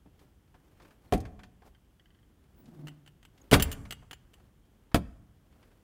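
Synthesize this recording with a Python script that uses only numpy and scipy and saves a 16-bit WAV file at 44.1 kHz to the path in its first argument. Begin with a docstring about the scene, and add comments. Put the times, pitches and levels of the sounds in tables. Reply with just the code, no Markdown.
"""Split trailer door in a showroom

The upper leaf of a camping trailer's door swings back and knocks on its stop. The lower leaf creaks and
groans as its hinge sticks and slips, then slams, its steel latch rattling; the upper leaf bangs shut.
Each blow sets a hollow panel booming. Clothes rustle in between, over a bed of ventilation rumble."""
import sys
import numpy as np
from scipy import signal
from scipy.fft import rfft, irfft, next_fast_len
from scipy.io import wavfile
from scipy.ndimage import uniform_filter1d

SR = 44100
rng = np.random.default_rng(int(sys.argv[2]) if len(sys.argv) > 2 else 0)


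def bounce(signal):
    """Save signal as a 16-bit WAV file at the path given by the first command-line argument."""
    frames = np.transpose(np.atleast_2d(signal))
    limited = np.clip(frames, -1, 1)
    pcm = np.round(limited * 32767).astype(np.int16)
    wavfile.write(sys.argv[1], SR, pcm)


N = 257103
TIME = np.arange(N) / SR
RING_TIME = np.arange(SR) / SR  # one second after a contact

# Tone of the ventilation. Each row: frequency in Hz, relative level in dB.
VENT_COLOUR = [(13, -39.5), (22, -17.5), (44, 5.5), (174, -6), (328, -12), (569, -21.5), (1860, -28.5),
               (2450, -32), (3150, -28.5), (3920, -36), (16000, -38.5)]
# The showroom's tail. Each row: frequency in Hz, t60 in seconds, relative level in dB.
SHOWROOM_TAIL = [(50, 1.2, -16), (145, 1.3, -11.5), (396, 0.64, -9), (1000, 0.91, -5.5), (2320, 0.53, 3),
                 (3130, 0.3, 6), (4170, 0.39, 4), (8000, 1, -2), (15000, .6, -5)]
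# Tone of the cloth. Each row: frequency in Hz, relative level in dB.
CLOTH_COLOUR = [(120, 2), (300, 7), (1200, -6), (3000, -15), (7000, -22), (15000, -21)]
# Strokes of cloth and hand. Each row: middle in seconds, level in dB, half length in seconds.
CLOTH_STROKES = [(0.224, -65, 0.087), (.72, -69, 0.28), (0.873, -61, 0.098), (1.07, -66.5, 0.11),
                 (1.67, -56, 0.026), (2.727, -65.5, 0.3), (3.44, -66, .15), (4.388, -69, 0.17),
                 (4.806, -73, .2), (5.659, -67.5, 0.26)]
# Knocks of hand and loose fittings. Each row: start in seconds, level in dB, centre in Hz.
TAPS = [(0.057, -54.5, 240), (.542, -58.5, 840), (.8, -57.5, 1010), (0.907, -61.5, 1370),
        (1.1766, -55, 7740), (1.2032, -53, 5700), (1.2519, -50.5, 1460), (1.392, -54.5, 1400),
        (1.433, -52.5, 2040), (1.619, -57.5, 700), (3.377, -64, 3015), (3.852, -53, 1725),
        (4.0235, -58.5, 699), (4.916, -58, 1179), (5.628, -61, 1520)]
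# Chirps of the dry hinge pin. Each row: middle in seconds, level in dB, pitch in Hz,
# glide to either side as a share of the pitch, half length in seconds.
PIN_SQUEAKS = [(1.08, -71.5, 4200, 0.025, 0.005), (2.597, -59, 15900, 0.0048, 0.027),
               (3.418, -56, 6640, 0.043, 0.0033)]
# Ticks in the hinge's tone: a lone one as the hand lands on the door, then a pull on the lower hinge. Each row:
# start in seconds, first tick's level in dB, length in seconds.
HINGE_TICKS = [(1.749, -64, .04), (1.997, -63, .26)]
# Ring of the hinge. Each row: frequency in Hz, level in dB, t60 in seconds.
HINGE_MODES = [(1660, 0.5, 0.048), (1957, -4, 0.076), (2850, -13, 0.073), (3086, 5, 0.039),
               (4460, -9.5, 0.043)]
# The lower leaf turning. Each row: time in seconds, groan level in dB, slips per second.
LOWER_SWING = [(2.5, -72, 205), (2.681, -53.5, 213), (2.74, -54.5, 173), (2.85, -42, 151),
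               (2.949, -57, 147), (3.121, -67, 144)]
# Body of the groaning leaf. Each row: frequency in Hz, width in Hz, relative level in dB.
GROAN_RESONANCES = [(144.3, 3.4, 0), (226, 35, -13), (282.9, 61, -15), (362, 13, -16), (617, 120, -30.5)]
# Throws of the loose latch. Each row: start in seconds, level in dB, tilt in dB per octave,
# delay until it springs back in seconds.
LATCH_THROWS = [(2.8714, -51.5, -2.5, 0.011), (3.0625, -63, -2.5, 0.014), (3.2292, -63, -2, 0.022),
                (3.5131, -33.5, 1, 0.0045), (3.5985, -32.5, -1.5, .006), (3.6239, -30.5, 5.5, .002),
                (3.716, -42, 3, .0106), (3.908, -39.5, -.5, 0.016), (4.111, -46, -2, 0.02),
                (4.335, -68, 0.5, 0.0045)]
# Tone of the latch's click. Each row: frequency in Hz, level in dB.
CLICK_COLOUR = [(300, -14), (900, -8), (1500, -8.5), (3000, 0), (5000, -5.5), (9000, -6.5), (13000, -7.5),
                (16000, -15.5)]
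# Clustered ring of the steel handle. Each row: frequency in Hz, level in dB, free t60 in seconds.
HANDLE_MODES = [(1406, -2.5, 0.063), (1853, -3.5, 0.081), (2936, -1.5, 0.12), (2890, -4, 0.13),
                (3078, 0, 0.069), (4410, -10, 0.029), (6340, -5.5, 0.053), (7490, -5.5, 0.11),
                (8750, -6, 0.075), (10600, -9.5, 0.11), (13310, -9.5, 0.089), (14600, -5, .09)]
# A leaf lands on its stop or frame. Each row: start in seconds, then the levels in dB of
# low thud, mid knock, high clack and far edge.
BLOWS = [(1.1236, -30, -23, -36.5, -38), (3.521, -33.5, -22.5, -30, -21),
         (3.528, -30.5, -23.5, -24.5, -21.5), (4.9446, -32, -26.5, -26, -36)]
# Decay of the panel's dense modes. Each row: frequency in Hz, base t60 in seconds.
PANEL_DECAY = [(50, 0.65), (150, 0.4), (400, .2), (1000, 0.1), (3000, 0.06), (12000, 0.1)]
# Tone of the far edge landing. Each row: frequency in Hz, level in dB.
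EDGE_COLOUR = [(28, -12.5), (42, -7.5), (130, -7), (290, -6), (550, -4.5), (1000, -0.5), (3100, 3),
               (5500, -7), (11000, -5), (15500, -14.5)]
# A leaf stopped dead heaves. Each row: start in seconds, level in dB, pitch in Hz, t60 in seconds.
HEAVES = [(3.5177, -12, 193, 0.018), (3.5309, -8, 244.3, 0.042), (4.9446, -5.5, 206.7, 0.028)]
# Strongest modes of each leaf, open or shut. Each row: frequency in Hz, level in dB, t60 in seconds.
UPPER_OPEN = [(264, -8, 0.34), (307, -5, 0.28), (436, -16, 0.38), (468, -13, 0.26), (635, -20, 0.35),
              (721, 0, 0.13), (748, -11, 0.2), (781, -17, 0.28)]
LOWER_SHUT = [(75.4, -7, 0.51), (140, 0, 0.27), (205, -13, 0.51), (301, -6, 0.21), (361, -11, 0.19),
              (393, -16, 0.24), (554, -20, 0.4), (824, -28, 0.45), (937, -23, 0.33)]
UPPER_SHUT = [(194, -7, 0.31), (264, -6, 0.24), (339, -6, 0.16), (576, -12, 0.21), (689, 0, 0.11),
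              (1017, -10, 0.12), (1340, -16, 0.13)]
# The boom after each bang. Each row: start in seconds, level in dB, pitch blur in Hz, the leaf's modes.
BOOMS = [(1.1235, -24, 47, UPPER_OPEN), (3.534, -17, 17, LOWER_SHUT), (4.945, -21.5, 32.4, UPPER_SHUT)]

TOP_HZ = 15900  # upper edge of the treble


def amp(db):
    """Decibels to gain."""
    return 10 ** (np.asarray(db) / 20)


def unit(x):
    """The signal at rms 1."""
    return x / np.sqrt(np.mean(x ** 2) + 1e-20)


def along(points, hz):
    """A curve of (Hz, value) points, read on a log frequency axis."""
    freqs, values = np.transpose(points)
    return np.interp(np.log(hz + 1), np.log(freqs + 1), values)


def filtered(x, response):
    """EQ a signal with a gain given as a function of frequency."""
    size = next_fast_len(len(x) + SR // 4)
    return irfft(rfft(x, size) * response(np.fft.rfftfreq(size, 1 / SR)), size)[:len(x)]


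def noise(colour):
    """Noise of rms 1, shaped by (Hz, dB) points."""
    return unit(filtered(rng.standard_normal(N), lambda hz: amp(along(colour, hz))))


def wander(smooth_samples, size=N):
    """A random wobble of rms 1; more smoothing makes it slower."""
    return unit(uniform_filter1d(rng.standard_normal(size), size=smooth_samples))


def add(track, start_s, sound):
    """Mix a sound into the track."""
    part = track[round(start_s * SR):][:len(sound)]
    part += sound[:len(part)]


def burst(level_db, t60, size=SR):
    """Countless struck modes: half-octave noise bands, each with its own level and decay."""
    t, octave = RING_TIME[:size], np.log2(np.fft.rfftfreq(size, 1 / SR) + 1)
    white, out = rfft(rng.standard_normal(size)), np.zeros(size)
    bite = 1 + 0.65 * np.exp(-t / 0.00017)  # strongest during the contact
    for hz in np.geomspace(30, 15360, 19):
        band = irfft(white * np.sqrt(np.clip(1 - 2 * abs(octave - np.log2(hz)), 0, 1)), size)
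        attack = np.minimum(2 * hz * t, 1)
        envelope = bite * attack * np.exp(-np.minimum(np.log(1000) * t / t60(hz), 20))
        makeup = np.sqrt(np.sum(envelope ** 2) / np.sum((band * envelope) ** 2))
        out += amp(level_db(hz)) * band * envelope * makeup
    return out


def ring(modes, blur_hz, size=SR, detune=0):
    """Damped modes, a little different at each strike; loose parts blur and can shift their pitch."""
    t, out = RING_TIME[:size], np.zeros(size)
    for hz, db, t60 in modes:
        wobble_hz = blur_hz * wander(90, size)
        phase = 2 * np.pi * np.cumsum(hz * (1 + detune * rng.normal()) + wobble_hz) / SR
        out += amp(db + rng.normal()) * np.exp(-np.log(1000) * t / t60) * np.sin(phase)
    return out


def ventilation():
    """Moving air lays a steady low rumble under the scene."""
    return amp(-62.5) * noise(VENT_COLOUR)


def showroom(send):
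    """The room answers with a diffuse tail that hangs longest in the bass."""
    bands = np.array(SHOWROOM_TAIL)
    decay, colour = bands[:, [0, 1]], bands[:, [0, 2]]
    tail = burst(lambda hz: along(colour, hz), lambda hz: along(decay, hz))
    tail *= 1 - np.exp(-RING_TIME / 0.0028)
    return signal.fftconvolve(send, tail / np.linalg.norm(tail))[:N]


def movement():
    """How strongly the clothes move: one soft swell for each stroke."""
    swells = [amp(db) / (1 + ((TIME - middle) / half_s) ** 2) ** 2 for middle, db, half_s in CLOTH_STROKES]
    return np.linalg.norm(swells, axis=0)


def rustle():
    """Cloth brushes past in soft, grainy swells."""
    grain = amp(2.2 * wander(400))
    return movement() * grain * noise(CLOTH_COLOUR)


def tap(centre_hz):
    """A small dead contact with one broad hump of tone; lower ones start softer and last longer."""
    t60 = .085 * (1000 / centre_hz) ** 0.29
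    knock = burst(lambda hz: -8.2 * np.hypot(np.log2(hz / centre_hz), .5), lambda hz: t60, size=9000)
    return knock * (1 - np.exp(-RING_TIME[:len(knock)] * 90 / t60))


def handling(touches_per_s=6, touch_db=1, touch_hz=1100):
    """Hand and fittings knock on the door; faint random touches ride on the movement of the clothes."""
    knocks, touches = np.zeros(N), np.zeros(N)
    for start, db, centre_hz in TAPS:
        add(knocks, start, amp(db) * tap(centre_hz))
    for when, pitch in rng.random((round(touches_per_s * N / SR), 2)):
        add(touches, when * N / SR, tap(touch_hz * 2 ** (4 * (pitch - .5))))
    return knocks + amp(touch_db) * movement() * touches


def pin_squeak(middle, db, pitch_hz, glide, half_s):
    """The dry hinge pin gives a falling chirp; the lower chirps carry a weak octave."""
    t = (TIME - middle) / half_s
    hz = pitch_hz * (1 - glide * np.tanh(t) + .012 * wander(30))
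    phase = 2 * np.pi * np.cumsum(hz) / SR
    octave = amp(-15) * (2 * pitch_hz < TOP_HZ) * np.sin(2 * phase)
    return amp(db) * np.exp(-np.minimum(t ** 2, 20)) * (np.sin(phase) + octave)


def hinge_creak(gap_s=.0408, loss_db=2.1, stick_s=.029):
    """Under a pull the hinge sticks, then ticks in ever weaker slips that settle to a steady pace."""
    out = np.zeros(N)
    for start, db, length in HINGE_TICKS:
        for slip in range(int(length / gap_s) or 1):
            held_s = stick_s * (1 - .31 ** slip)  # sticking stretches the first gaps
            tick = ring(HINGE_MODES, blur_hz=122, size=9000)
            add(out, start + slip * gap_s + held_s, amp(db - slip * loss_db) * tick)
    return out


def leaf_body(hz):
    """The leaf's response to the hinge: resonances of alternating sign, dulled above 900 Hz."""
    peaks = sum((-1) ** k * amp(db) * 1j * hz * width / (centre ** 2 - hz ** 2 + 1j * hz * width)
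                for k, (centre, width, db) in enumerate(GROAN_RESONANCES))
    return peaks / (1 + (hz / 900) ** 2)


def hinge_groan():
    """In the swing the slips of the hinge run together and the leaf groans."""
    times, groan_db, rate = np.transpose(LOWER_SWING)
    slip_hz = np.interp(TIME, times, rate) * np.exp(.12 * wander(400))
    slips = np.diff(np.floor(np.cumsum(slip_hz) / SR), prepend=0)
    groan = filtered(slips * amp(3 * rng.standard_normal(N)), leaf_body)
    # even it out, so the pull of the hand alone sets the level
    groan /= np.sqrt(abs(uniform_filter1d(groan ** 2, size=3000)) + 1e-20)
    return groan * amp(np.interp(TIME, times, groan_db, left=-120, right=-120))


def latch(spring_db=-47, handle_db=-0.5):
    """Steel strikes steel, out and back: each time a short click and the rattling ring of the handle."""
    out = np.zeros(N)
    damped = [(hz, db, .6 * t60) for hz, db, t60 in HANDLE_MODES]  # the spring presses on the handle
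    for start, throw_db, tilt_db, return_s in LATCH_THROWS:
        return_db = spring_db + 0.69 * (throw_db - spring_db)  # between the spring's click and the throw
        for at, db in (start, throw_db), (start + return_s, return_db):
            click = burst(lambda hz: along(CLICK_COLOUR, hz) - 4, lambda hz: .035, size=9000)
            handle = ring(damped, blur_hz=130, size=9000, detune=.03)
            contact = click + amp(handle_db) * handle
            add(out, at, amp(db) * filtered(contact, lambda hz: amp(tilt_db * np.log2((hz + 300) / 3500))))
    return out


def door_bangs(edge_lag_s=.012, spread_s=0.00026):
    """Each blow shakes the hollow panel, near edge then far edge; the leaf heaves and booms."""
    out = np.zeros(N)
    for start, thud_db, knock_db, clack_db, edge_db in BLOWS:
        crack_db = clack_db - 7.5
        colour = [(28, thud_db - 6), (42, thud_db), (165, thud_db), (260, knock_db), (720, knock_db - 0.5),
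                  (1350, clack_db), (3100, clack_db),
                  (5500, crack_db), (11000, crack_db), (15500, crack_db - 4.5)]
        near_edge = burst(lambda hz: along(colour, hz) - 3.5, lambda hz: .58 * along(PANEL_DECAY, hz))
        # the leaf flexes: its far edge lands later and rings longer
        far_edge = burst(lambda hz: edge_db + along(EDGE_COLOUR, hz) - 5,
                         lambda hz: .92 * along(PANEL_DECAY, hz))
        add(out, start, near_edge)
        add(out, start + edge_lag_s, far_edge)
    for start, db, hz, t60 in HEAVES:
        add(out, start, -ring([(hz, db, t60)], blur_hz=60))
    bloom = 1 - np.exp(-RING_TIME / spread_s)  # the modes take a moment to span the leaf
    for start, db, blur_hz, modes in BOOMS:
        add(out, start, amp(db) * bloom * ring(modes, blur_hz))
    return out


def scene():
    """Door and clothes up close, a touch of showroom behind them, ventilation underneath; mono."""
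    close = door_bangs() + latch() + hinge_creak() + hinge_groan()
    close += sum(pin_squeak(*row) for row in PIN_SQUEAKS) + rustle() + handling()
    # a closed door sends less sound round the room: the send drops just before the last bang
    send_db = np.where(TIME > 4.7, -29, -22)
    return (close + showroom(amp(send_db) * close) + ventilation())[None]


def record(dry):
    """A steep low-pass trims the very top of the treble."""
    return np.array([filtered(x, lambda hz: 1 / (1 + (hz / TOP_HZ) ** 160)) for x in dry])


dry = scene()
out = record(dry)
bounce(out)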